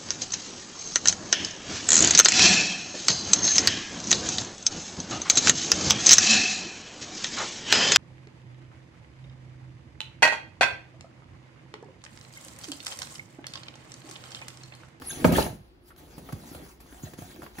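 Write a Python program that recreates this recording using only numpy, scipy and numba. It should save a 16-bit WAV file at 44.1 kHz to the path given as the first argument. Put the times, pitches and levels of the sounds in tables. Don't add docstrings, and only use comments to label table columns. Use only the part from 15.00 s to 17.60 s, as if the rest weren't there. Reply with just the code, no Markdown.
import sys
import numpy as np
from scipy import signal
from scipy.fft import rfft, irfft
from scipy.io import wavfile
from scipy.ndimage import uniform_filter1d
from numba import njit

SR = 44100
rng = np.random.default_rng(int(sys.argv[2]) if len(sys.argv) > 2 else 0)


def generate_wav(signal):
    frames = np.transpose(np.atleast_2d(signal))
    scaled = np.clip(frames, -1, 1) * 32767
    pcm = np.round(scaled).astype(np.int16)
    wavfile.write(sys.argv[1], SR, pcm)


def volts_from_db(level):
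    exponent = np.asarray(level, float) / 20
    return 10 ** exponent


N = 114660

# freq_hz, level_db (per Hz)
HISS_COLOUR = [(500, 4.5), (1000, -7.5), (2500, -11.5), (5000, -13.5), (7000, -13), (10000, -12.5),
               (15600, -14), (16300, -45)]
SCATTER_CAP = 1.8


def colour(x, table):
    hz, db = np.array(table, float).T
    f = np.arange(N // 2 + 1) * SR / N + 1
    return irfft(rfft(x) * volts_from_db(np.interp(np.log(f), np.log(hz), db)), N)


def unit(x):
    return x / np.sqrt(np.mean(x ** 2))


def band(x, hz, width_hz):
    f = np.arange(N // 2 + 1) * SR / N
    return unit(irfft(rfft(x) / (1 + ((f - hz) / width_hz * 2) ** 4), N))


def walk(rate_hz):
    hold = int(SR / rate_hz)
    levels = np.repeat(rng.standard_normal(N // hold + 1), hold)
    return unit(uniform_filter1d(levels, hold)[:N])


@njit
def pops(size, at_s, hz, cycles, gain, sag, rise_cycles, low_hz):
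    out = np.zeros(size)
    for k in range(len(at_s)):
        i, phase, envelope, step = int(at_s[k] * SR), 0., 1., hz[k] / SR
        while envelope > .003 and i < size:
            out[i] += gain[k] * envelope * np.sin(2 * np.pi * phase) * min(1., phase / rise_cycles)
            phase += step
            envelope *= np.exp(-3 * step / cycles[k])
            step -= sag[k] * step * (step - low_hz / SR)
            i += 1
    return out


def echo(x, t60_s, tilt_db):
    t = np.arange(N) / SR
    cloud = colour(rng.standard_normal(N), [(200, 0), (12000, tilt_db)]) * volts_from_db(-60 * t / t60_s)
    return signal.fftconvolve(x, cloud / np.sqrt(np.sum(cloud ** 2)))[:N]


def room_tone():
    # freq_hz, level_db (per Hz)
    rumble_colour = [(25, -18), (59, -8.5), (150, -22), (344, -18.5), (600, -27.5), (2000, -37),
                     (5000, -40.5), (7000, -62.5)]
    # pitch_hz, width_hz, level_db
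    hums = [(55, 22, -58), (358, 42, -65)]
    out = unit(colour(rng.standard_normal(N), rumble_colour)) * volts_from_db(-57 + 2.5 * walk(7.7))
    for hz, width_hz, db in hums:
        out = out + volts_from_db(db) * band(rng.standard_normal(N), hz, width_hz)
    return out


def effort():
    # time_s, slide_db, buckling_over_slide_db
    drop = [
        (0, -61.5, 18),
        (0.059, -48, -3.5),
        (0.238, -42.5, 12.5),
        (0.248, -32, 2),
        (0.318, -44.5, 24.5),
        (0.323, -31.5, 9.5),
        (0.392, -28, 4.5),
        (0.581, -69, 14.5),
        (.7, -73.5, 12),
    ]
    # time_s, slide_db, buckling_over_slide_db
    hands = [(0.82, -80, 22), (0.888, -57.5, -6), (0.948, -82, 17), (0.962, -76, -12), (0.983, -57, 4),
             (1.35, -56, 10), (1.508, -48.5, 0.5), (1.628, -55.5, 11.5), (1.712, -53.5, -8),
             (1.79, -80, 25), (1.811, -55.5, 1.5), (1.88, -61.5, 2.5), (2.053, -48.5, -5),
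             (2.172, -63, 11.5), (2.181, -51, 1), (2.475, -57, 9), (2.529, -65, -26), (2.6, -42.5, 4)]
    s, slide_db, over_db = np.array(drop + hands, float).T
    t = np.arange(N) / SR
    return volts_from_db(np.interp(t, s, slide_db)), volts_from_db(np.interp(t, s, slide_db + over_db))


def slide(gain):
    # start_s (centre), length_s, pitch_hz, level_db
    rubs = [
        (0.073, 0.011, 9700, -44),
        (0.091, 0.019, 10550, -35.5),
        (.125, 0.042, 10550, -43.5),
        (0.108, 0.0099, 6600, -39.5),
        (0.157, 0.03, 6360, -47),
        (1.814, 0.0064, 11900, -57),
        (2.038, 0.009, 6800, -47.5),
    ]
    t = np.arange(N) / SR
    hiss = 0
    for hz in 800 * 2 ** np.arange(0, 4.4, 1 / 3):
        grit = rng.standard_normal(N) * volts_from_db(-1 * walk(600))
        hiss = hiss + band(grit, hz, hz * 0.28) * np.sqrt(hz) * volts_from_db(3.17 * walk(35.14))
    out = unit(colour(hiss, HISS_COLOUR)) * volts_from_db(1.5 * walk(29.53)) * gain
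    for s, length_s, hz, db in rubs:
        swell = volts_from_db(db) * np.exp(-((t - s) / length_s) ** 2)
        whistle = band(rng.standard_normal(N), hz, hz * 0.17)
        out = out + swell * volts_from_db(3.0 * walk(250)) * whistle
    return out


def crinkles(gain):
    rate_hz, pitch_hz, spread_octaves, ring_cycles = 300, 4300, 0.662, 22
    scatter_db, bunch_db, level_db = 3.5, 6.5, -10
    when, rank = rng.random((int(rate_hz * N / SR), 2)).T
    offset, sign = rng.standard_normal((len(when), 2)).T
    hz = np.clip(pitch_hz * 2 ** (spread_octaves * offset), 1500, 14000)
    size = volts_from_db(scatter_db * np.minimum(-np.log(1 - rank), SCATTER_CAP)) * np.sign(sign)
    ticks = pops(N, when * N / SR, hz, ring_cycles + 0 * hz, size, 0 * hz, 1.2, 60.)
    return unit(ticks * volts_from_db(bunch_db * walk(21.97))) * gain * volts_from_db(level_db)


def buckles(gain):
    # freq_hz, level_db
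    fold_colour = [(60, 1.5), (110, -9), (190, 3), (270, 4), (450, 4.5), (700, 5.5), (950, 0.5), (3000, 21)]
    rate_hz, pitch_hz, spread_octaves, ring_cycles = 1700, 339, 1.126, 2.35
    scatter_db, tilt_db_per_octave, level_db = 2.5, -3, -3.5
    when, rank = rng.random((int(rate_hz * N / SR), 2)).T
    offset, sign = rng.standard_normal((len(when), 2)).T
    octaves = spread_octaves * offset
    size_db = scatter_db * np.minimum(-np.log(1 - rank), SCATTER_CAP) + tilt_db_per_octave * octaves
    hz = np.clip(pitch_hz * 2 ** octaves, 110, 1700)
    size = volts_from_db(size_db) * np.sign(sign)
    dull_pops = pops(N, when * N / SR, hz, ring_cycles + 0 * hz, size, 0 * hz, 0.5, 60.)
    return unit(colour(dull_pops, fold_colour)) * gain * volts_from_db(level_db)


def snaps():
    # start_s, peak_db, pitch_hz, length_s, hiss_db
    creases = [(0.012, -51.5, 900, 0.0095, 0.5), (0.019, -32, 1340, 0.007, -13),
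               (0.2444, -6, 1530, 0.0044, -39), (0.2477, -5.5, 535, .014, -24.5),
               (0.322, -19.5, 736, 0.0075, -11.5), (0.364, -17, 1820, 0.017, -12.5),
               (0.383, -9, 644, .016, -42), (0.464, -22.5, 880, 0.0077, -21),
               (0.905, -39, 1340, 0.015, -35), (1.18, -39, 730, 0.011, -7),
               (1.289, -28.5, 865, 0.0092, -24.5), (1.324, -32, 1230, 0.0058, -6.5),
               (1.434, -39, 590, 0.011, -16.5), (1.548, -35, 980, 0.0061, -7),
               (1.803, -46.5, 1500, 0.0052, -2), (1.923, -58, 700, 0.0068, -16),
               (2.033, -41.5, 1060, 0.0086, -12), (2.077, -45, 760, 0.0077, -7),
               (2.135, -34.5, 1390, 0.0058, -11.5), (2.184, -41.5, 783, 0.0083, -6),
               (2.22, -36, 775, 0.007, -14), (2.42, -33, 940, 0.0046, -14), (2.43, -32.5, 940, 0.0097, -16),
               (2.464, -31.5, 1270, 0.0043, -26), (2.585, -28, 1110, 0.006, -9.5)]
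    # start_s, peak_db, pitch_hz
    brief_snaps = [(0.9621, -43.5, 3760), (.984, -50, 6500), (1.11, -47, 3500), (1.861, -47.5, 900),
                   (2.36, -39, 1000), (2.515, -51, 700), (2.44, -40, 1500), (2.19, -42, 2000),
                   (1.399, -45.5, 1010), (1.6163, -42, 1290), (1.6627, -42, 1180), (1.926, -41.5, 1800),
                   (1.944, -44, 1410), (1.9951, -44, 1070), (2.0545, -54, 4680), (2.553, -41, 2130)]
    tick_db, puff_db, half_spread_octaves, ring_cycles = 4, 5.5, 0.65, 1.23
    t = np.arange(N) / SR
    out = 0
    hiss = unit(colour(rng.standard_normal(N), HISS_COLOUR))
    for s, db, hz, length_s, hiss_db in creases + [(*tick, .003, -9) for tick in brief_snaps]:
        delay, pitch, sign = rng.random((3, 18))
        delay[:2], pitch[:2] = (0, 0.1193), (.45, 1)
        late_s = delay * length_s * 1.6
        tick_hz = hz * 2 ** (half_spread_octaves * 2 * (pitch - .45))
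        size = volts_from_db(db + tick_db - 9 * late_s / length_s) * np.sign(sign - .5) * np.sqrt(hz / tick_hz)
        out = out + pops(N, s + late_s, tick_hz, ring_cycles + 0 * late_s, size, 0 * late_s, 0.33, 60.)
        puff = np.clip((t - s) / 0.0017, 0, 1) * np.exp(-np.abs(t - s) / length_s)
        out = out + volts_from_db(db + hiss_db + puff_db) * hiss * puff
    return out


def rings():
    # start_s, peak_db, pitch_hz, cycles, sag (per cycle)
    folds = [(0.2452, -15.5, 1770, 11, 0), (.246, -16.5, 866, 22, 0.0036), (0.246, -20, 1270, 18, 0),
             (.248, -7.5, 492, 9.1, 0.0086), (0.251, -18, 2480, 24, 0.0091), (.268, -20, 663, 15, 0),
             (.29, -24, 601, 11, 0.0011), (.323, -21, 713, 8, 0.0049), (.335, -27, 1250, 20, 0),
             (.357, -20.5, 1760, 32, 0.0027), (.383, -15.5, 873, 14.5, 0), (.384, -17, 558, 14, 0),
             (.386, -20, 458, 13, 0.0052), (.41, -31, 442, 9.1, 0), (.455, -27.5, 641, 14, 0),
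             (.49, -34.5, 702, 15, 0.0048), (.525, -33.5, 194, 12, 0.023), (.56, -37.5, 169, 8.2, .05),
             (0.594, -38, 110, 5.5, 0.036), (.917, -42, 1350, 10, 0), (1.945, -41, 707, 11, 0.0043),
             (2.068, -36, 670, 12, 0.012), (2.22, -41.5, 676, 11, 0), (2.39, -34, 302, 6.7, 0)]
    s, db, hz, cycles, sag = np.array(folds, float).T
    return pops(N, s, hz, cycles, volts_from_db(db), sag, 1.5, 59.0)


def thumps():
    # start_s, peak_db, pitch_hz, cycles, sag (per cycle)
    pockets = [(0.2457, -5, 359, 4.75, 0.355), (.26, -8, 199, 5.1, 0.04), (.289, -14.5, 190, 4.3, 0.059),
               (.325, -13, 208.6, 5.9, 0.037), (0.353, -15.5, 305, 2.7, 0.089), (0.384, -12, 456, 4.5, .05),
               (.399, -18.5, 341, 6.7, 0.12), (.464, -23, 263, 3, 0.33), (0.5, -29, 128, 4.2, 0.094),
               (0.981, -45, 160, 2.2, 0.13), (1.033, -36, 348, 2, 0.11), (1.179, -33, 202, 3.8, 0.11),
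               (1.33, -21.5, 235, 3.46, 0.57), (1.515, -25.5, 251, 1.4, .1), (1.551, -40, 127, 4.3, 0.37),
               (1.926, -38, 269, 2.4, 0.069), (2.035, -26.5, 316, 4.5, 0.66), (2.069, -52, 150, 3, .2),
               (2.133, -38, 182, 3.4, 0.24), (2.188, -23, 264, 1.7, 0.41), (2.219, -39.5, 120, 6.1, 0.12),
               (2.425, -36.5, 179, 2.7, 0.17), (2.583, -32, 224, 4.7, 0.13)]
    s, db, hz, cycles, sag = np.array(pockets, float).T
    boom_hz = 60 * (1 + .04 * rng.standard_normal(len(s)))
    air = pops(N, s, hz, cycles, -volts_from_db(db + 3), sag * 1.203, 0.65, 58.7)
    boom = pops(N, s + 0.0058, boom_hz, 3.5 + 0 * s, volts_from_db(db - 7), 0 * s, 2.9, 60.)
    return air + boom


def scene():
    # freq_hz, correlation (0 to 1)
    likeness = [(60, .97), (300, .9), (700, .3), (2000, .1), (5000, .15), (7000, .75), (8300, .96),
                (16000, .97)]
    t60_s, wet_db, spread_s = 0.32, -8.5, .04
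    slide_gain, buckle_gain = effort()
    parts = slide(slide_gain) + crinkles(slide_gain), buckles(buckle_gain), thumps(), snaps(), rings()
    sheet = sum(parts)
    mid = sheet + volts_from_db(wet_db) * echo(sheet, t60_s, -3) + room_tone()
    side = sum(echo(part, spread_s, 0.13) for part in parts)
    side = side + volts_from_db(wet_db) * echo(sheet, t60_s, -1.5) + room_tone()

    def weigh(sign):
        return [(f, 10 * np.log10(np.clip((1 + sign * c) / 2, 1e-3, 1))) for f, c in likeness]

    mid, side = colour(mid, weigh(0.83)), colour(side, weigh(-0.97))
    return np.array([mid + side, mid - side])


def band_limit(x):
    return signal.sosfilt(signal.butter(12, 16960, fs=SR, output="sos"), x)


def record(dry):
    low_cut_hz, drift_from_hz, drift_hz_per_half_turn, ceiling = 36, 6120, 4830, .93
    f = np.arange(N // 2 + 1) * SR / N
    turn = np.exp(1j * np.pi * np.maximum(f - drift_from_hz, 0) / drift_hz_per_half_turn)
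    low_cut = 1 / (1 + (low_cut_hz / (f + 1)) ** 4)
    x = irfft(rfft(dry, axis=1) * np.array([1 / turn, turn]) * low_cut, N, axis=1)
    mix = ceiling * np.tanh(x / ceiling)
    return band_limit(mix)


dry = scene()
out = record(dry)
generate_wav(out)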